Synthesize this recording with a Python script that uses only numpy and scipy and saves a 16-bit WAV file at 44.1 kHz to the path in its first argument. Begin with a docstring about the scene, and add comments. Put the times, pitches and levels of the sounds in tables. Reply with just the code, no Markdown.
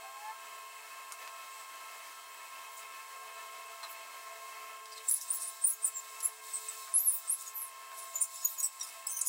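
"""Spreading resin with a straw

A straw works resin in plastic molds near a phone on the table: light taps over a whining motor hum.
In the second half it catches and slips in thin, shrill squeaks, gliding whistles that break up into
a dry rasp, and the cup creaks. A small room answers; the phone's gain control ducks the hum under
the loudest squeaks. Mono."""
import sys
import numpy as np
from scipy import signal
from scipy.fft import rfft, irfft, next_fast_len
from scipy.io import wavfile

SR = 44100
rng = np.random.default_rng(int(sys.argv[2]) if len(sys.argv) > 2 else 0)


def wrap_up_sound(samples):
    """Save the sound to the file named by the first command line argument, as 16-bit audio."""
    columns = np.atleast_2d(samples).T
    # keep every value between -1 and 1, then stretch to whole-number steps
    tamed = np.clip(columns, -1, 1)
    steps = np.round(tamed * 32767).astype(np.int16)
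    wavfile.write(sys.argv[1], SR, steps)


N = 409248
T = np.arange(N) / SR


# Each row: start of the catch, catch length and squeal length in seconds; pitch in Hz at the top of
# the catch and at the squeal's start, middle and end; lead-in, catch and squeal levels in dB; squeal
# roughness; rasp level in dB; rasp tilt in dB per octave.
HARD_STROKES = [(5.085, 0.007, 0.065, 9800, 10070, 10460, 9970, -50, -23, -24, 1.14, -29, 16),
                (5.303, 0.0097, 0.043, 9370, 9200, 9350, 9500, -40.5, -22, -44, 0.67, -38, 16),
                (5.641, 0.012, 0.03, 9250, 9410, 9320, 9030, -38, -16, -26, 0.5, -53, 0),
                (5.844, 0.0081, 0.038, 9460, 9100, 8270, 7400, -35, -20, -35.5, .7, -32.5, 10),
                (6.94, .007, .052, 11000, 10930, 11000, 11400, -49, -22.5, -22, 0.32, -44, -2),
                (7.049, 0.0016, 0.05, 11700, 11460, 11220, 10430, -60, -35, -21, .35, -45, 10),
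                (7.295, 0.0089, 0.046, 9330, 12000, 10900, 10700, -37, -21.5, -29, .8, -38, 21)]

def strokes(grip_hz=8540, lead_s=0.023, attack_s=0.001, overtone_db=-20):
    """The straw whispers, catches in a clean rising chirp, breaks into a squeal and frays to a rasp."""
    out = np.zeros(N)
    for (start, catch_s, squeal_s, top_hz, start_hz, mid_hz, end_hz,
         lead_db, catch_db, squeal_db, rough, rasp_db, tilt_db) in HARD_STROKES:
        lead = squeak(lead_s, [grip_hz] * 3, overtone_db, rough=0.79)
        add(out, start - 1.5 * lead_s, undb(lead_db) * lead)
        knee_hz = top_hz - (top_hz - grip_hz) / 4  # rises fast, then levels off
        catch = squeak(catch_s, [grip_hz, knee_hz, top_hz], overtone_db, rough=0.059)
        add(out, start - catch_s / 2, undb(catch_db) * catch)
        squeal = squeak(squeal_s, [start_hz, mid_hz, end_hz], overtone_db, rough)
        squeal = squeal[int(squeal_s / 2 * SR):]  # breaks loose with no slow swell
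        attack = 1 - np.exp(-T[:len(squeal)] / attack_s)
        add(out, start + catch_s, undb(squeal_db) * squeal * attack)
        rasp_start, rasp_s = start + 0.2 * squeal_s, 0.94 * squeal_s
        add(out, rasp_start - rasp_s / 2, undb(rasp_db) * rasp(rasp_s, tilt_db))
    return out


# Each row: frequency in Hz, gain in dB.
FRICTION_SPECTRUM = [(500, -80), (3500, -23), (5200, -6.5), (6700, -5), (7600, -1), (9200, -2),
                     (11000, -6.5), (12500, -8.5), (14000, -11.5), (15400, -16)]

def squeak(length_s, glide_hz, overtone_db, rough, jitter=0.034, halo_db=-15, grit_db=-17):
    """A whistle gliding through three pitches; roughness shakes it, breaks it up and sheds grit."""
    n = int(2 * length_s * SR)
    progress = np.linspace(-.5, 1.5, n)  # half a length of fade on each side
    hz = np.polyval(np.polyfit([0, .5, 1], glide_hz, 2), np.clip(progress, 0, 1))
    phase = 2 * np.pi * np.cumsum(hz * (1 + jitter * rough * wander(n, 2200))) / SR
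    harmonic = np.arange(1, int(SR / 2 / hz.max()) + 1)[:, None]
    partial_db = spectrum_db(FRICTION_SPECTRUM, harmonic * hz) + (harmonic - 1) * overtone_db
    partials = (undb(partial_db) * np.exp(1j * harmonic * phase)).sum(0)
    flutter_db = 5 * np.sqrt(rough) * wander(n, 600)
    break_db = 2 * rough * wander(n, 134)
    stutter = unit(undb(flutter_db + break_db))
    envelope = swell(progress, steep=5)
    # A narrow hiss around the pitch leads the tone and outlasts it.
    halo = wander(n, 1500) + 1j * wander(n, 1500)
    halo *= undb(halo_db) * np.sqrt(2 * rough) * swell(progress, steep=3.1)
    whistle = unit(np.imag(partials * (stutter * envelope + halo)))
    grit = unit(noise(n, FRICTION_SPECTRUM) * stutter ** 2 * envelope)
    return unit(resonate(whistle + undb(grit_db) * rough * grit, TREBLE_RESONANCES)) / 2


# Each row: frequency in Hz, width in Hz, lift in dB.
TREBLE_RESONANCES = [(3950, 300, 3), (5250, 450, 4), (6250, 300, 2), (7850, 500, 4), (9150, 450, 5),
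                     (11100, 450, 5), (12050, 300, 5), (13550, 350, 5), (15400, 800, 7)]

def rasp(length_s, tilt_db, slip_db=5.5, slip_samples=20, patchy_db=4):
    """Dense slips of uneven size, tilted in the treble; their bands swell and fade one by one."""
    n = next_fast_len(int(2 * length_s * SR))
    white = rng.standard_normal(n)
    sizes = np.minimum(rng.exponential(size=n // slip_samples + 1), np.e)
    slips = white * undb(slip_db * sizes.repeat(slip_samples)[:n])
    friction = shaped(slips, lambda f: undb(
        spectrum_db(FRICTION_SPECTRUM, f) + tilt_db * np.log2(np.maximum(f, SR / 10))))
    centres_hz, spacing_hz = np.linspace(0, SR / 2, 20, retstep=True)
    patchy = np.zeros(n)
    for hz in centres_hz:
        band = shaped(friction, lambda f: np.maximum(1 - abs(f - hz) / spacing_hz, 0))
        patchy += band * undb(patchy_db * wander(n, 42.5))
    envelope = swell(np.linspace(-.5, 1.5, n), steep=6)
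    return unit(resonate(patchy, TREBLE_RESONANCES) * envelope) / 2


# Each row: start in seconds, length in seconds, pitch in Hz, level in dB, roughness, step between
# overtones in dB.
LIGHT_SQUEAKS = [(3.833, .02, 4080, -42.5, 0.94, -24), (4.916, 0.026, 4720, -50, 1.4, -23),
                 (4.962, 0.034, 4190, -47, 1.4, -20), (5.077, 0.029, 7510, -32, 0.43, 2),
                 (5.317, .04, 15550, -37, 0.3, -25), (5.35, 0.042, 10960, -37.5, 0.54, -28),
                 (5.412, 0.047, 8900, -36, 1.03, -20), (5.467, 0.035, 9650, -37, 1.07, -23),
                 (5.657, 0.033, 15400, -28, .25, -25), (5.656, 0.024, 7900, -37, .4, -27),
                 (5.68, 0.047, 11000, -31, 0.73, -25), (5.702, 0.054, 6800, -47, 0.5, -22),
                 (5.854, 0.0046, 15300, -33, .5, -25), (5.948, 0.054, 7360, -34.5, 0.37, -5),
                 (6.229, 0.038, 7320, -39, 0.4, 3), (6.23, 0.043, 10970, -32.5, 0.72, -25),
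                 (6.256, 0.005, 11000, -22.5, 0.3, -25), (6.535, 0.04, 8200, -31.5, 0.7, -28),
                 (6.686, 0.012, 8050, -28.5, 0.4, -23), (6.97, 0.045, 7070, -40, 0.5, -29),
                 (6.99, 0.03, 11900, -26, 0.64, -25), (7.02, .04, 12370, -30, 0.5, -25),
                 (7.091, 0.027, 9100, -25, 0.65, -25), (7.123, 0.025, 9500, -33, .7, -25),
                 (7.467, 0.026, 6720, -42, 0.3, -9), (7.55, 0.064, 11900, -37, 1.1, -25),
                 (7.608, .045, 10940, -38.5, .95, -25), (7.656, .04, 9260, -50, 1.25, -25),
                 (7.98, 0.032, 10500, -48, 1.2, -25), (8.003, 0.035, 9500, -47, .8, -25),
                 (8.155, .011, 7070, -25, 0.1, 0.5), (8.21, 0.041, 7350, -32, 0.7, 3),
                 (8.207, 0.029, 9170, -22.5, 0.45, -27), (8.448, 0.013, 6780, -21.5, 0.17, 1.5),
                 (8.578, 0.038, 6810, -35, 0.4, -2), (8.633, 0.031, 8050, -22, 0.53, -17),
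                 (8.631, 0.034, 5600, -38.5, 0.7, -9), (9.084, .033, 8230, -36, 0.9, -23.5),
                 (9.11, .035, 15600, -40, 0.7, -25)]

def light_squeaks():
    """Light contacts of the straw squeak and sink in pitch as it slows."""
    out = np.zeros(N)
    for start, length_s, hz, db, rough, overtone_db in LIGHT_SQUEAKS:
        sound = squeak(length_s, sagging(length_s, hz), overtone_db, rough)
        add(out, start - length_s / 2, undb(db) * sound)
    return out


def sagging(length_s, hz, octaves_per_s=1.297):
    """Pitch at the start, middle and end of a slowing slide."""
    return hz * 2 ** (octaves_per_s * length_s * np.array([.5, 0, -.5]))


# Each row: start in seconds, length in seconds, pitch in Hz, level in dB, step between overtones in dB.
CUP_CREAKS = [(8.339, 0.032, 3615, -41, -2), (8.798, 0.005, 1960, -38, -3), (8.809, 0.0083, 1886, -32, -7),
              (8.823, 0.028, 1744, -38.5, -1), (9.068, 0.0047, 2594, -24.5, 2),
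              (9.09, 0.051, 3120, -38, -2.5), (9.168, 0.009, 3030, -28, -3.5),
              (9.183, 0.025, 3030, -34, -2.5), (9.262, 0.041, 3390, -28, 2.5)]

def cup_creaks(full_rough=0.65, roughen_s=0.009):
    """The lifted, tilted cup creaks, lower and rich in overtones; longer creaks are rougher."""
    out = np.zeros(N)
    for start, length_s, hz, db, overtone_db in CUP_CREAKS:
        rough = full_rough * (1 - np.exp(-length_s / roughen_s))
        creak = squeak(length_s, sagging(length_s, hz), overtone_db, rough)
        add(out, start - length_s / 2, undb(db) * creak)
    return out


# Each row: start in seconds, length in seconds, pitch in Hz, level in dB.
STRAW_NOTES = [(1.504, 0.14, 8000, -52), (3.291, .15, 4050, -58.5), (8.143, 0.067, 7020, -40),
               (8.348, .11, 5280, -50), (8.42, 0.059, 6800, -45), (8.461, .055, 13650, -41),
               (9.115, 0.11, 6260, -40.5), (9.255, .04, 6800, -37.5)]

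def straw_notes():
    """The straw sings steadily on one of its resonances."""
    out = np.zeros(N)
    for start, length_s, hz, db in STRAW_NOTES:
        note = squeak(length_s, [hz] * 3, overtone_db=-13, rough=0.45)
        add(out, start - length_s / 2, undb(db) * note)
    return out


# Each row: start in seconds, length in seconds, first and last pitch in Hz, level in dB, step between
# overtones in dB.
QUICK_SLIPS = [(5.086, 0.0048, 7400, 9300, -26, -18), (5.847, 0.0094, 9050, 7670, -22.5, -22),
               (5.857, 0.0073, 10300, 8870, -29, -29), (8.602, 0.0051, 1750, 2250, -27, 1),
               (9.213, 0.0061, 9600, 6450, -21, -25), (9.214, 0.0068, 12000, 9200, -30.5, -25)]

def quick_slips():
    """Quick slips sweep far in pitch as nearly clean chirps."""
    out = np.zeros(N)
    for start, length_s, first_hz, last_hz, db, overtone_db in QUICK_SLIPS:
        chirp = squeak(length_s, np.linspace(first_hz, last_hz, 3), overtone_db, rough=0.12)
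        add(out, start - length_s / 2, undb(db) * chirp)
    return out


# Each row: start in seconds, length in seconds, level in dB, treble tilt in dB per octave.
DRY_SCRAPES = [(2.715, .05, -44.5, 28), (2.762, 0.048, -48, 6), (3.885, 0.06, -45.5, 17),
               (4.916, 0.02, -49.5, -8), (4.958, 0.029, -44, -16), (5.154, 0.03, -36, 5),
               (5.207, 0.031, -37.5, -2), (5.328, 0.042, -34, 14), (5.397, 0.05, -38, 0),
               (5.475, 0.026, -45, 9), (5.676, 0.063, -29, 17), (6.239, 0.041, -37, 11),
               (7.096, 0.098, -28.5, 22), (7.374, 0.06, -42.5, 8), (7.459, 0.039, -46.5, -1),
               (7.556, 0.13, -47, 21), (7.966, 0.042, -45, 2), (8.035, .04, -44, 30),
               (8.218, 0.035, -36, 12), (8.47, 0.082, -40, 20), (8.623, 0.046, -29.5, 23),
               (8.862, 0.04, -45, -1), (9.153, 0.038, -37.5, 15), (9.211, 0.0083, -31.5, -3),
               (9.248, 0.055, -35.5, 3)]

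def dry_scrapes():
    """Light contacts that rasp without a pitch."""
    out = np.zeros(N)
    for start, length_s, db, tilt_db in DRY_SCRAPES:
        add(out, start - length_s / 2, undb(db) * rasp(length_s, tilt_db))
    return out


# Each row: frequency in Hz, width in Hz, gain in dB.
MOLD_MODES = [(714, 120, -5), (1090, 440, 6), (1710, 810, -5), (2250, 750, -5), (4080, 4700, -2.5),
              (8000, 7000, 0)]
# Each row: start in seconds, level in dB, 60 dB decay time in seconds, brightest frequency in Hz,
# chatter from 0 to 1.
LIGHT_TAPS = [(1.111, -43, 0.04, 900, 1), (1.1222, -27.5, 0.005, 7600, 0.4), (1.1242, -37, .018, 900, 0.65),
              (1.126, -48, 0.043, 7000, 0.9), (1.277, -35.5, 0.012, 2200, 0.6), (1.279, -44, .02, 800, 0.5),
              (2.345, -44, .015, 14000, 1), (3.832, -40.5, 0.042, 2000, .9), (3.843, -39, 0.037, 1300, .8),
              (4.857, -42, .015, 4000, 0.7), (6.204, -35.5, 0.04, 8000, 0.9), (6.875, -48.5, 0.14, 1600, 1),
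              (7.917, -46, 0.07, 1200, 1), (8.147, -46.5, .04, 500, .6)]

def taps(bass_cut_hz=560, spread_octaves=0.85, pad_s=0.05):
    """Straw and cup tick and chatter into the damped resonances of the filled molds."""
    def mold_gain(f):
        modes = sum(undb(db) * 1j * f * width / (hz ** 2 - f ** 2 + 1j * f * width)
                    for hz, width, db in MOLD_MODES)
        return modes * f ** 4 / (f ** 4 + bass_cut_hz ** 4)  # small objects radiate little bass

    out = np.zeros(N)
    t = T[:SR // 4] - pad_s
    for start, db, t60_s, bright_hz, chatter in LIGHT_TAPS:
        decay = (t >= 0) * np.exp(-np.log(1000) * abs(t) / t60_s)
        strength = np.linalg.norm(decay)
        tick = (1 - chatter / 2) * strength * (decay == decay.max())
        force = tick + chatter * rng.standard_normal(len(t)) * decay
        force = shaped(force, lambda f: 1 / (1 + (np.log2((f + 1) / bright_hz) / spread_octaves) ** 2))
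        ring = shaped(force, mold_gain)
        add(out, start - pad_s, undb(db) * ring * strength / np.linalg.norm(ring))
    return out


# Two low tones, then the main one. Each row: frequency in Hz, line width in Hz.
HUM_TONES = [(437.5, 6), (672, 6), (1067, 1.157)]
# Each row: time in seconds, first and second low tone's levels in dB before hum_gain_db.
LOW_LEVELS = [(0.0, -72.5, -64.5), (2.51, -81, -74.5), (2.82, -72, -65), (3.07, -76, -96),
              (3.15, -70, -63.5), (4.06, -80.5, -63), (4.11, -76, -74), (4.34, -71, -57),
              (5.01, -69, -68.5), (5.19, -87, -88), (5.37, -76.5, -64), (6.1, -70, -71), (6.8, -69, -73.5),
              (7.03, -84.5, -61.5), (7.55, -80, -87), (8.04, -73, -63), (8.76, -89, -76.5),
              (8.99, -84, -65), (9.28, -81, -84)]
# The main tone drops out now and then. Each row: time in seconds, level in dB before hum_gain_db.
MAIN_LEVEL = [(0, -56), (.18, -51), (.215, -74), (.25, -54.5), (.77, -51.5), (.82, -69), (.92, -52),
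              (1.7, -55.5), (2.1, -58.5), (2.45, -58.5), (2.77, -54.5), (4.18, -54.5), (4.23, -59),
              (4.29, -50), (4.37, -62), (4.42, -52.5), (4.88, -53.5), (5.17, -62), (5.3, -56.5),
              (5.6, -56.5), (5.76, -62), (5.84, -56.5), (6.1, -55.5), (6.33, -56.5), (6.38, -69),
              (6.43, -55.5), (6.7, -56), (6.74, -62), (6.78, -55), (6.95, -56.5), (7, -59.5), (7.83, -54),
              (8.86, -58.5), (8.9, -77), (8.96, -57), (9.28, -60)]
# Each row: frequency in Hz, relative level in dB, line width in Hz.
AIRFLOW_TONES = [(729, -21, 11), (880.6, -15.5, 20), (979.6, -12.5, 3)]
# Each row: multiple of the shaft rate, relative level in dB.
SHAFT_HARMONICS = [(3, -13), (4, -12.5), (5, -22), (6, -17), (8, -19)]
# Shared by the air and the tones that follow it. Each row: time in seconds, base level in dB.
AIRFLOW_LEVEL = [(0.0, -54.5), (1.89, -54.5), (2.25, -54), (3.02, -55), (4.73, -54.5), (5.04, -58.5),
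                 (5.92, -58.5), (6.28, -56.5), (6.77, -58), (7.0, -58.5), (7.29, -60), (7.93, -56.5),
                 (8.17, -59), (8.79, -59), (8.97, -57.5), (9.28, -58)]

def motor(shaft_hz=533.6, hum_gain_db=2.5, follow_gain_db=4.0, sway_db=0.2, drift_db=0.5):
    """A main hum tone and two faint low tones swell separately; other tones follow the air."""
    levels_db = curve(LOW_LEVELS), curve(LOW_LEVELS, column=2), curve(MAIN_LEVEL)
    hum = sum(undb(db - sway_db * wander(N, 11)) * motor_tone(hz, width)
              for (hz, width), db in zip(HUM_TONES, levels_db))
    shaft = [(round(order) * shaft_hz, db, 2.2) for order, db in SHAFT_HARMONICS]  # 2.2 Hz wide
    following = sum(undb(db + drift_db * wander(N, 4)) * motor_tone(hz, width)
                    for hz, db, width in list(AIRFLOW_TONES) + shaft)
    return undb(hum_gain_db) * hum + undb(curve(AIRFLOW_LEVEL) + follow_gain_db) * following


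def motor_tone(hz, width_hz, flutter_db=1.56, flutter_per_s=55, shake_rad=0.16):
    """A tone that flutters quickly; wider ones also wander more in phase and strength."""
    drifting_hz = hz + width_hz / 2 * wander(N, 2 * width_hz + 2)
    phase = 2 * np.pi * np.cumsum(drifting_hz) / SR + shake_rad * wander(N, flutter_per_s)
    waver_db = 0.835 * np.sqrt(min(width_hz, 20)) * wander(N, width_hz + 2)
    return unit(undb(waver_db + flutter_db * wander(N, flutter_per_s)) * np.sin(phase))


# Each row: frequency in Hz, relative spectral density in dB.
AIR_SPECTRUM = [(25, -25), (75, -41.5), (150, -27), (235, -20), (310, -13.5), (420, -8), (550, -6),
                (660, .5), (800, -3), (1080, 4.5), (1500, -4), (2000, 0), (2900, -5), (4200, -7),
                (6000, -8), (16000, -13)]
# Each row: frequency in Hz, width in Hz, lift in dB.
HOUSING_RESONANCES = [(307, 31, 2), (530, 16, 2), (1323, 33, 14.5), (1764, 34, 10), (2182, 50, 10),
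                      (2551, 47, 10), (2645, 83, 11.5), (3047, 57, 10), (3460, 32, 4.5), (3980, 58, 4),
                      (4060, 79, -4)]

def air(gain_db=2.5, swell_db=1.1, flicker_db=1.36):
    """Air rushes softly through the motor's housing; its bands swell and fade one by one."""
    blown = resonate(noise(N, AIR_SPECTRUM), HOUSING_RESONANCES)
    centres_hz = np.geomspace(SR / 200, SR / 10, 14)
    rush = np.zeros(N)
    for weights in np.eye(len(centres_hz)):
        band = shaped(blown, lambda f: np.interp(f, centres_hz, weights))
        rush += band * undb(swell_db * wander(N, 9))
    level_db = curve(AIRFLOW_LEVEL) + gain_db + flicker_db * wander(N, 18)
    return reflections(unit(rush) * undb(level_db), wet_db=-10.5, t60_s=0.049)


# Each row: frequency in Hz, relative spectral density in dB.
HISS_SPECTRUM = [(500, -52), (4000, -4), (5300, -5.5), (6500, -4.5), (7700, 2), (10000, -6), (12000, -6.5),
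                 (13500, -10.5), (15500, -8.5)]
# Each row: start in seconds, length in seconds, level in dB.
RIM_RUBS = [(5.063, 0.48, -48), (5.57, 0.8, -53), (6.449, 0.42, -47.5), (6.92, 0.58, -49.5),
            (7.943, 0.35, -53), (8.302, 0.26, -47.5), (8.59, 0.42, -53.5)]

def rim_hiss(floor_db=-57.0, fade_s=0.08):
    """A thin, constant hiss swells while the straw rubs along a rim."""
    power = np.full(N, undb(floor_db) ** 2)
    for start, length_s, db in RIM_RUBS:
        inside_s = np.minimum(T - start, start + length_s - T)
        power += undb(db) ** 2 * np.clip(inside_s / fade_s + .5, 0, 1)
    hiss = unit(resonate(noise(N, HISS_SPECTRUM), TREBLE_RESONANCES))
    return reflections(hiss * np.sqrt(power), wet_db=-3.5, t60_s=0.067)


# Each row: time in seconds, pitch in Hz, level in dB.
WHINE_PATH = [(0, 757, -82), (.05, 770, -50), (.13, 805, -63), (.21, 831, -52.5), (.25, 849, -46),
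              (.31, 880, -41), (.34, 910, -62), (.42, 970, -87), (3.0, 560, -94), (3.15, 530, -71),
              (3.451, 485, -75), (3.75, 444, -67), (3.85, 435, -87)]

def far_whine(octave_db=-12.5, waver=0.0056):
    """A far tone with a weak octave rises, fades and later sinks faintly."""
    times, hz, db = np.transpose(WHINE_PATH)
    pitch_hz = np.interp(T, times, hz) * (1 + waver * wander(N, 86))
    phase = 2 * np.pi * np.cumsum(pitch_hz) / SR
    amplitude = np.sqrt(2) * undb(np.interp(T, times, db)) * (T < times[-1])
    return amplitude * (np.sin(phase) + undb(octave_db) * np.sin(2 * phase))


def reflections(x, wet_db, t60_s):
    """Add reflections that die away in t60_s, keeping the loudness."""
    t = T[:SR // 2]
    tail = rng.standard_normal(len(t)) * np.exp(-np.log(1000) * t / t60_s) * (t > 0.001)
    wet = signal.fftconvolve(x, tail / np.linalg.norm(tail))[:N]
    return (x + undb(wet_db) * wet) / np.hypot(1, undb(wet_db))


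def resonate(x, resonances):
    """Lift x around each resonance."""
    return shaped(x, lambda f: undb(
        sum(db / (1 + (2 * (f - hz) / width) ** 2) for hz, width, db in resonances)))


def shaped(x, gain):
    """Filter by a gain given as a function of frequency."""
    n = next_fast_len(len(x))
    return irfft(rfft(x, n) * gain(np.fft.rfftfreq(n, 1 / SR)), n)[:len(x)]


def noise(n, spectrum):
    """Noise of rms 1 with the given spectrum."""
    return unit(shaped(rng.standard_normal(n), lambda f: undb(spectrum_db(spectrum, f))))


def spectrum_db(spectrum, hz):
    """Read a spectrum on a log-frequency axis."""
    f, db = np.transpose(spectrum)
    return np.interp(np.log(hz + 1), np.log(f), db)


def wander(n, per_s):
    """A random curve of spread 1 that moves to a new value per_s times a second."""
    position = np.arange(n) * per_s / SR
    count = int(position[-1]) + 2
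    return np.interp(position, np.arange(count), rng.standard_normal(count)) * np.sqrt(3 / 2)


def swell(progress, steep):
    """An envelope about half high at progress 0 and 1, silent at -0.5 and 1.5."""
    taper = np.abs(np.cos(np.pi * (progress - .5) / 2)) ** .5
    return taper / (1 + np.abs(2 * progress - 1) ** steep)


def curve(points, column=1):
    """Read a level curve at every sample."""
    points = np.array(points)
    return np.interp(T, points[:, 0], points[:, column])


def add(out, start_s, x):
    """Mix x into out from start_s."""
    i = max(int(start_s * SR), 0)
    out[i:i + len(x)] += x[:max(N - i, 0)]


def undb(db):
    """Decibels to gain."""
    return 10 ** (np.asarray(db) / 20)


def unit(x):
    """Scale to rms 1."""
    return x / np.sqrt(np.mean(x ** 2) + 1e-20)


def scene():
    """Friction reflects off the table, then with the taps around the room; both channels are alike."""
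    friction = strokes() + light_squeaks() + cup_creaks() + straw_notes() + quick_slips() + dry_scrapes()
    on_table = reflections(friction, wet_db=-10.5, t60_s=0.0082) + taps()
    in_room = reflections(on_table, wet_db=-3.5, t60_s=0.1)
    mono = in_room + motor() + air() + rim_hiss() + far_whine()
    return np.array([mono, mono])


def record(dry, threshold_db=-37, duck_share=0.32, memory_s=0.054, cutoff_hz=15850):
    """The phone takes off a share of the level above its threshold and cuts the top."""
    pole = np.exp(-1 / (memory_s * SR))
    power = signal.lfilter([1 - pole], [1, -pole], dry[0] ** 2)
    gain = (1 + power / undb(threshold_db) ** 2) ** (-duck_share / 2)
    lowpass = signal.ellip(10, .2, 75, cutoff_hz, fs=SR, output="sos")
    return signal.sosfilt(lowpass, dry * gain)


dry = scene()
out = record(dry)
wrap_up_sound(out)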